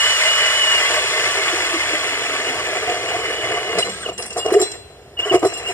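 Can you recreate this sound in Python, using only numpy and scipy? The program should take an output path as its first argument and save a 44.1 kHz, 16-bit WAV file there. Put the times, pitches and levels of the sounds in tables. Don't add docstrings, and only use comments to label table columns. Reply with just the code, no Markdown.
import sys
import numpy as np
from scipy import signal
from scipy.fft import rfft, irfft
from scipy.io import wavfile
from scipy.ndimage import uniform_filter1d

SR = 44100
rng = np.random.default_rng(int(sys.argv[2]) if len(sys.argv) > 2 else 0)


def unload_wav(signal):
    wavfile.write(
        sys.argv[1],
        SR,
        np.round(np.clip(np.atleast_2d(signal).T, -1, 1) * 32767).astype(np.int16),
    )


N = 252693
T = np.arange(N) / SR
BREAKTHROUGH_S = 3.78
TEETH = 11

# (frequency [Hz], relative level [dB])
GRIND_COLOUR = [(30, -39), (60, -29), (120, -7), (200, -31), (260, -18), (330, -2), (415, 4.5), (500, 4.5),
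                (565, -8), (630, 3.5), (725, 5.5), (810, -9), (900, -12.5), (1200, -3.5), (2000, -40.5)]
# (frequency [Hz], relative level [dB])
CRACK_COLOUR = [(1000, -13), (3000, -4), (4200, -4), (5400, 6), (6600, -1), (8000, 0.5), (10200, -8),
                (11200, -27), (12100, -20), (15000, -38)]
# (frequency [Hz], relative level [dB], t60 before wet damping [s])
STEEL_MODES = [(2720, -0.5, 0.42), (3420, -7, 0.85), (4054, -1, .75), (4760, -8.5, 0.72),
               (5050, -3.5, 0.35), (5660, -4.5, 0.49), (5930, 6.5, 0.066), (7486, 7.5, 0.27),
               (8200, -4, 0.61), (8064, -6, 0.26), (8230, -10, 0.35), (8570, -5.5, 0.39), (9430, -2, 0.3),
               (10210, -4.5, 0.42), (12030, -2, 0.087)]


def amp(db):
    return 10 ** (np.asarray(db) / 20)


def unit(x):
    return x / np.sqrt(np.mean(x ** 2) + 1e-20)


def read(points, hz):
    f, value = np.transpose(points)
    return np.interp(np.log(hz + 1), np.log(f + 1), value)


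def curves(rows):
    s, *columns = np.transpose(rows)
    return [np.interp(T, s, c) for c in columns]


def lapse(s):
    return np.maximum(T - s, 0)


def during(start, end):
    return uniform_filter1d(1. * ((T >= start) & (T <= end)), 400)


def swell(t, peak_s):
    return (t / peak_s * np.exp(1 - t / peak_s)) ** 2


def add(mix, s, sound):
    part = mix[max(round(s * SR), 0):][:len(sound)]
    part += sound[:len(part)]


def filtered(x, points):
    log_gain = np.log(amp(read(points, abs(np.fft.fftfreq(4096, 1 / SR)))))
    taps = np.fft.ifft(np.exp(np.conj(signal.hilbert(log_gain)))).real[:2048]
    return signal.oaconvolve(x, taps)[:len(x)]


def colour(x, points):
    return unit(filtered(x, points))


def wander(hz):
    f = np.fft.rfftfreq(N // 16 + 2, 16 / SR)
    slow = irfft(rfft(rng.standard_normal(N // 16 + 2)) / (1 + (f / hz) ** 4))
    return unit(np.interp(np.arange(N) / 16, np.arange(len(slow)), slow))


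def resonate(x, hz, width_hz):
    turn = np.exp(2j * np.pi * np.cumsum(hz) / SR)
    r = np.exp(-np.pi * width_hz / SR)
    return 2 * (turn * signal.lfilter([1 - r], [1, -r], x / turn + 1e-18)).real


def grains(per_s, spread_db):
    size = amp(spread_db * np.minimum(rng.exponential(1, N), 5))
    return unit(size * rng.choice([-1., 1.], N) * (rng.random(N) < per_s / SR))


def against_steel(x, t60_s):
    t = np.arange(4000) / SR
    ring = sum(amp(db) * np.sin(2 * np.pi * hz * t) for hz, db, _ in STEEL_MODES)
    return unit(signal.oaconvolve(x, ring * amp(-60 * t / t60_s))[:N])


def motor():
    # (time [s], gear mesh [Hz])
    boring_speed = [(0, 2877), (.07, 2965), (.128, 2977), (.168, 2850), (.21, 2480), (.268, 2858),
                    (.315, 2937), (.41, 2947), (.5, 2923), (.595, 2962), (.69, 2910), (.775, 2852),
                    (.87, 2649), (2.15, 2667), (3.1, 2440), (3.23, 2319), (3.66, 2296), (3.78, 2200)]
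    # (time [s], length [s],
    # gear mesh [Hz], spin-up [s], coasting [s], whine at full speed [dB])
    freed_runs = [(3.787, 0.24, 3687, 0.064, .145, -28), (4.168, 0.23, 2760, 0.016, .14, -49),
                  (4.392, 0.093, 2845, 0.0116, .14, -34.5), (5.154, 0.132, 3260, 0.038, .21, -24.5),
                  (5.447, .15, 2185, 0.025, .14, -32.5), (5.625, 0.066, 2262, 0.023, .14, -25.5)]
    start_db, sag_db_per_khz = -24.5, 19
    spin_up_db = 32
    overrun_db, coast_db_per_s = 5, 139
    hz, = curves(boring_speed)
    level_db = start_db - sag_db_per_khz * (hz[0] - hz) / 1000
    for s, length, top_hz, spin_up, coast, db in freed_runs:
        released = lapse(s + length)
        held = lapse(s) - released
        driven = top_hz + (np.interp(s, T, hz) - top_hz) * np.exp(-held / spin_up)
        hz = np.where(T < s, hz, driven * np.exp(-released / coast))
        short_of_speed = np.clip(1 - driven / top_hz, 0, 1)
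        coasting_db = overrun_db * (released > 0) - coast_db_per_s * released
        level_db = np.where(T < s, level_db, db - spin_up_db * short_of_speed ** 2 + coasting_db)
    return hz, uniform_filter1d(level_db, size=400)


def gears(shaft_hz, level_db):
    # (multiple of the shaft, relative level [dB], change once unloaded [dB])
    orders = [(4, 4, -0.5), (5, 2, -0.5), (6, 1, -1), (7, -5, -0.5), (11, 2, -0.5), (14, 0.5, 0.5),
              (26, 2, -8.5)]
    # (frequency [Hz], gain [dB])
    case = [(300, -36), (900, -25), (1500, -17.5), (2300, -15), (2700, -6), (2840, 4.5), (2960, 2),
            (3100, -23), (3400, -10.5), (3750, -32), (4500, -31), (7000, -23), (8600, -2), (12000, -25)]
    case_ring_hz, case_ring_width_hz = 2780, 180
    slack = np.clip((T - BREAKTHROUGH_S) / .05, 0, 1)
    turns = np.cumsum(shaft_hz * (1 + (.003 + .004 * slack) * wander(200))) / SR
    chatter_db = 1.2 * wander(35) + 2 * slack * wander(260)
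    tones = np.zeros(N)
    for k, db, freed_db in orders:
        is_rotor = abs(round(k) - TEETH) > TEETH / 3
        freed_change_db = slack * (freed_db + 3.5 * wander(50) * is_rotor)
        tone = np.sin(2 * np.pi * (round(k) * turns + rng.random()))
        tones += amp(db + freed_change_db + 2.0 * wander(65)) * tone
    ring_hz = np.full(N, 1. * case_ring_hz)
    rattle = resonate(rng.standard_normal(N), ring_hz, case_ring_width_hz)
    rattle = unit(resonate(rattle, ring_hz, case_ring_width_hz))
    drive = amp(level_db + chatter_db - slack)
    return filtered(np.sqrt(2) * drive * tones, case) + amp(-16 - 3.0 * slack) * drive * rattle


def cutting_levels(auger_turns, ream_fade_db_per_s=63):
    # (time [s], scraping [dB], fine chips [dB], low grinding [dB])
    cut_levels = [(0, -19.5, -21.5, -42), (.5, -19.5, -23.5, -40.5), (1.0, -21.5, -24.5, -30.5),
                  (1.9, -23, -27.5, -33), (2.3, -25, -29.5, -31), (3.0, -26.5, -31.5, -27),
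                  (3.78, -28.5, -34.5, -27)]
    # (time [s], half length to 1/e [s],
    # scraping change [dB], fine chips change [dB], low grinding change [dB])
    crunches = [(0.431, 0.027, 3, -1, 6), (1.483, 0.0066, 4, 0, -7), (2.885, 0.034, -0.5, -1.5, 2),
                (3.6, 0.068, 1, 0, 0.5), (3.793, 0.026, 7, 5, 11.5), (3.876, 0.031, 0, 1, 14.5)]
    scrape_db, chips_db, grind_db = curves(cut_levels)
    push = np.sin(2 * np.pi * auger_turns) * (T < BREAKTHROUGH_S)
    push_db = (-0.26 + 0.45 * T) * push
    past = lapse(BREAKTHROUGH_S)
    levels = np.array([scrape_db + push_db - ream_fade_db_per_s * past,
                       chips_db + 0.24 * push_db - 0.18 * ream_fade_db_per_s * past,
                       grind_db + push_db - 0.5 * push - 12.5 * np.minimum(past / 0.068, 1)])
    for s, half, *changes_db in crunches:
        levels += np.outer(changes_db, np.exp(-((T - s) / half) ** 2))
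    return levels


def blades(auger_turns):
    # (frequency [Hz], relative level [dB])
    scrape_colour = [(200, -41.5), (500, -7.5), (900, -10.5), (1170, -9), (1500, -1), (1800, -2),
                     (2080, 1.5), (2450, 4), (3000, -6.5), (3350, -10.5), (3700, -9), (4500, -9),
                     (7000, -58.5)]
    chips_colour = [(1500, -35), (3500, 6.5), (4200, 6.5), (5300, -1), (6000, 1), (7400, 3), (7900, -6),
                    (8700, -4.5), (9200, -8), (10600, -6), (11500, -24), (13000, -13.5), (15200, -56)]
    # (frequency [Hz], width [Hz], relative level [dB])
    flights = [(624.4, 11.3, 1), (923, 97, -5.5), (1140.4, 22.5, -0.5), (1277, 29, -5), (1771, 69, 0.5),
               (2066, 31, 4.5), (2894, 27, 1), (3398, 20, -4)]
    flight_drift = 0.015
    ream_s = 0.327
    scrape_db, chips_db, grind_db = cutting_levels(auger_turns)
    bite = amp(.8 * wander(17) + .9 * wander(70) + .25 * wander(360))
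    cracks = grains(per_s=4200, spread_db=1.5) * bite
    ringing = np.zeros(N)
    for hz, width, db in flights:
        impacts = grains(per_s=1300, spread_db=-2.0) * bite
        ring = unit(resonate(impacts, hz * (1 + flight_drift * wander(9.6)), width))
        ringing += amp(db + 2.26 * wander(12.4)) * ring
    ringing = signal.sosfilt(signal.butter(2, 700, "high", fs=SR, output="sos"), unit(ringing))
    scrape = amp(scrape_db) * (colour(cracks, scrape_colour) + amp(-1.0) * ringing)
    fines = cracks + 1.02 * grains(per_s=15000, spread_db=0.0)
    chips = colour(fines, chips_colour) + amp(-10.0) * against_steel(fines, t60_s=0.09)
    grind = amp(grind_db) * colour(grains(per_s=1000, spread_db=2.0) * bite, GRIND_COLOUR)
    return during(0, BREAKTHROUGH_S + ream_s) * (scrape + amp(chips_db) * chips + grind)


def hole(auger_turns):
    # (time [s], level at peak [dB], swell [s])
    thump_times = [(1.122, -29, 0.009), (1.176, -27, 0.015), (1.368, -24, 0.02), (1.518, -28.5, 0.017),
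                   (1.573, -29, 0.012), (1.73, -26.5, 0.021), (1.923, -31, 0.018), (2.11, -39, 0.014)]
    start_m, feed_start_s, feed_m_per_s = 0.1389, 0.728, 0.1108
    flood_m_per_s = 0.14
    length_m = start_m + feed_m_per_s * (lapse(feed_start_s) - lapse(BREAKTHROUGH_S))
    length_m = np.maximum(length_m - flood_m_per_s * lapse(BREAKTHROUGH_S), start_m)
    hz = 343 / (4 * length_m)
    shallow_db = 15.5 * np.maximum(1.13 - T, 0)
    choke_db = 12 * lapse(1.54)
    boring = during(0, BREAKTHROUGH_S) * amp(-37.5 - shallow_db - choke_db)
    rise = np.maximum(BREAKTHROUGH_S - T, 0) / 0.05
    fall = (lapse(BREAKTHROUGH_S) / 0.52) ** 2
    thud = amp(-43) * np.exp(-rise - fall)
    boom = np.sin(2 * np.pi * np.cumsum(hz * (1 + 0.0501 * wander(60.6))) / SR)
    boom = unit(boom * (1 + 0.34 * wander(76)))
    thumps = boom * sum(amp(db) * swell(lapse(s), swell_s) for s, db, swell_s in thump_times)
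    sway = np.sin(2 * np.pi * auger_turns)
    hz = hz * (1 + 0.042 * sway)
    drive = grains(per_s=3000, spread_db=-2.0)
    first = unit(resonate(resonate(drive, hz, 40), hz, 40))
    third = unit(resonate(resonate(drive, 3 * hz, 87), 3 * hz, 87))
    mouth_db = 3 * sway + wander(14)
    return (boring + thud) * amp(mouth_db) * (first + amp(-8.0) * third) + thumps


def open_lake():
    # (frequency [Hz], relative level [dB])
    air_colour = [(25, -33), (42, -11), (62, 4), (90, 2), (125, 1), (170, -10), (270, -10.5), (350, -0.5),
                  (415, 1.5), (560, -6), (700, 1), (850, -12.5), (2500, -15.5), (4000, -19.5),
                  (10000, -28.5), (15000, -30)]
    return amp(-43.0) * colour(rng.standard_normal(N), air_colour)


def knocks_and_gulps():
    # (time [s], level at peak [dB], pitch [Hz], swell [s], upper tone relative to the ring [dB])
    ring_times = [(.962, -23.5, 617, 0.016, -19), (1.235, -30, 613, .013, -17), (1.93, -26, 608, .015, -23),
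                  (2.722, -24, 620, 0.0069, -9), (2.872, -22.5, 713, 0.02, -20),
                  (3.115, -20, 712.4, 0.0035, -20), (3.141, -21, 699, .01, -20),
                  (3.565, -25, 703, 0.014, -13), (4.364, -19.5, 708, 0.0064, -12),
                  (4.372, -34, 420, 0.0062, -16), (4.455, -20, 440, 0.015, -15),
                  (4.519, -9, 388, 0.0053, -23), (4.543, -9.5, 385, 0.011, -11),
                  (4.561, -4.5, 414.6, 0.0094, -19), (4.602, -12, 394, 0.008, -16),
                  (4.621, -12.5, 392.3, 0.0067, -7.5), (5.252, -24, 416, 0.015, -16),
                  (5.31, -13, 375.7, 0.0072, -16), (5.341, -9, 380, 0.0049, -4),
                  (5.347, -8.5, 378, 0.01, -9.5), (5.426, -15, 329, 0.01, -7),
                  (5.455, -10, 400, 0.0078, -19), (5.688, -28.5, 382, 0.013, 3)]
    out, t = np.zeros(N), np.arange(6000) / SR
    for s, db, hz, swell_s, upper_db in ring_times:
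        ring = np.sin(2 * np.pi * hz * t) + amp(upper_db) * np.sin(2 * np.pi * 712 * t)
        add(out, s, amp(db) * np.sqrt(2) * swell(t, swell_s) * ring)
    return out


def clinks():
    # (time [s], ring level before damping [dB], crack level before its decay [dB])
    clink_times = [(3.786, -13.5, -17), (3.85, -28, -32), (3.896, -24, -31), (4.129, -30.5, -44),
                   (4.179, -19, -24), (4.224, -27, -22), (4.237, -34, -33), (4.258, -22, -46),
                   (4.305, -39, -26), (4.328, -25, -31), (4.368, -26, -41), (4.378, -17, -31),
                   (4.387, -22.5, -27), (4.461, -31, -26), (4.524, -21.5, -37), (4.54, -25, -27),
                   (4.6, -18, -29), (4.615, -15.5, -20), (4.626, -15.5, -33), (4.717, -30, -24),
                   (5.197, -40, -32.5), (5.347, -38, -22), (5.393, -27.5, -38), (5.45, -22, -27.5),
                   (5.467, -19.5, -44), (5.536, -23.5, -42), (5.574, -25, -49), (5.686, -23, -40)]
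    out, t = np.zeros(N), np.arange(SR * 3 // 4) / SR
    hz, mode_db, t60 = np.transpose(STEEL_MODES)
    held = (.25 + .75 * np.exp(-t / .02)) * amp(-8 * t)
    for s, ring_db, _ in clink_times:
        share = amp(mode_db + 4 * rng.standard_normal(len(hz)))
        swing = np.sin(2 * np.pi * (np.outer(hz, t) + rng.random((len(hz), 1))))
        modes = amp(-60 * t / t60[:, None]) * swing
        ring = np.sqrt(2) * (share / np.linalg.norm(share)) @ modes * held
        chatter = colour(rng.standard_normal(len(t)), [(0, 13), (150, -11), (500, -17), (2000, -68)])
        ring *= 1 + 0.5 * chatter * np.exp(-t / 0.049)
        add(out, s - .002, amp(ring_db) * (1 - np.exp(-t / 0.004)) * ring)
    cracking = np.zeros(N)
    for s, _, crack_db in clink_times:
        cracking += amp(crack_db) * np.minimum(lapse(s - .001) / 0.0017, 1) * np.exp(-lapse(s) / 0.0065)
    return out + cracking * colour(grains(per_s=7000, spread_db=1.0), CRACK_COLOUR)


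def case_notes():
    # (time [s], level at peak [dB], pitch [Hz], swell [s])
    note_times = [(3.825, -15, 2878, 0.005), (4.177, -29, 2775, .016), (4.299, -29, 2745, .009),
                  (4.46, -21.5, 2870, 0.0058), (4.547, -30, 2860, 0.0071), (5.169, -25, 2867, 0.0074),
                  (5.188, -14.5, 2835, 0.0075), (5.233, -27, 2924, .006)]
    out, t = np.zeros(N), np.arange(6000) / SR
    for s, db, hz, swell_s in note_times:
        add(out, s, amp(db) * np.sqrt(2) * swell(t, swell_s) * np.sin(2 * np.pi * hz * t))
    return out * (1 + 0.14 * wander(169.7))


def slush():
    # (frequency [Hz], relative level [dB])
    splash_colour = [(150, -10.5), (500, 2), (900, 0), (1170, -4), (1500, 1.5), (2200, 7), (3000, -3),
                     (3700, -8), (5500, -5.5), (8000, -11.5), (10200, -18), (11000, -22), (15000, -46)]
    # (time [s], length [s], splash [dB], slosh [dB])
    surges = [(4.051, 0.059, -42, -28), (4.174, 0.06, -35.5, -32), (4.247, 0.507, -38, -40),
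              (4.356, 0.041, -36, -23.5), (4.441, 0.06, -38, -23.5), (4.499, 0.044, -27, -20.5),
              (4.585, 0.033, -28.5, -23.5), (5.182, 0.13, -32.5, -31.5), (5.315, 0.022, -26, -15.5),
              (5.338, 0.023, -28, -20), (5.416, 0.041, -32, -17.5), (5.477, 0.39, -36.5, -36.5),
              (5.667, 0.035, -27, -32)]
    rise_s, fall_s = 0.0098, 0.019
    power = np.zeros((2, N))
    for s, length, *levels_db in surges:
        shape = np.minimum(lapse(s) / rise_s, 1) * np.exp(-lapse(s + length) / fall_s)
        power += np.outer(amp(levels_db), shape) ** 2
    splash_level, slosh_level = np.sqrt(power)
    clumps = amp(2.6 * wander(45))
    splash = splash_level * colour(grains(per_s=2200, spread_db=0.0) * clumps, splash_colour)
    slosh = slosh_level * colour(grains(per_s=640, spread_db=1.0) * clumps, GRIND_COLOUR)
    bits = grains(per_s=120, spread_db=3.0)
    crackle = unit(colour(bits, CRACK_COLOUR) + 5.84 * against_steel(bits, t60_s=0.11))
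    return splash + slosh + amp(-9) * splash_level * crackle


def shore(x):
    # (frequency [Hz], t60 [s])
    echo_decay = [(200, 1.34), (700, 0.08), (2500, 1.45), (6000, 0.8), (12000, 0.75)]
    taps = rng.standard_normal((2, SR)) * (rng.random((2, SR)) < .1)
    hz, t, z = signal.stft(taps, SR, nperseg=256)
    tail = signal.istft(z * amp(-60 * t / read(echo_decay, hz)[:, None]), SR, nperseg=256)[1]
    return signal.fftconvolve(x[None], tail / np.linalg.norm(tail[0]), axes=1)[:, :N]


def microphone(x):
    # (frequency [Hz], lead of the left [rad])
    port_lead = [(0, -0.5), (500, 0.32), (1250, 0.7), (1650, -0.1), (2200, 2.5), (2650, 3), (2900, 1.5),
                 (3350, 1.6), (3950, 3.5), (4450, 3.5), (5200, 5), (6200, 10), (7400, 11.5), (10200, 13.5),
                 (11000, 16.5)]
    # (frequency [Hz], scatter [rad rms])
    port_scatter = [(100, 0.065), (700, 0.14), (1400, 1), (4000, 0.57), (8000, 1), (14000, 0.96)]
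    hz, _, z = signal.stft(x, SR, nperseg=512, noverlap=384)
    scatter = np.exp(.5j * read(port_scatter, hz)[:, None] * rng.standard_normal(z.shape))
    lag = np.exp(-1j * read(port_lead, hz))[:, None]
    ports = np.array([z * scatter, z * lag / scatter])
    return signal.istft(ports, SR, nperseg=512, noverlap=384)[1][:, :N]


def scene():
    mesh_hz, whine_db = motor()
    shaft_hz = mesh_hz / TEETH
    auger_turns = np.cumsum(shaft_hz) / SR / 45 + .42
    loaded_hz = shaft_hz * (1 - 0.004 * np.sin(2 * np.pi * auger_turns) * (T < BREAKTHROUGH_S))
    work = gears(loaded_hz, whine_db) + blades(auger_turns) + hole(auger_turns)
    work += knocks_and_gulps() + clinks() + case_notes() + slush()
    return microphone(work + open_lake()) + amp(-16.5) * shore(work)


def record(dry):
    low_pass = signal.firwin(511, 15050, window=("kaiser", 9), fs=SR)
    return signal.oaconvolve(np.clip(dry, -1, 1), low_pass[None], "same")


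dry = scene()
out = record(dry)
unload_wav(out)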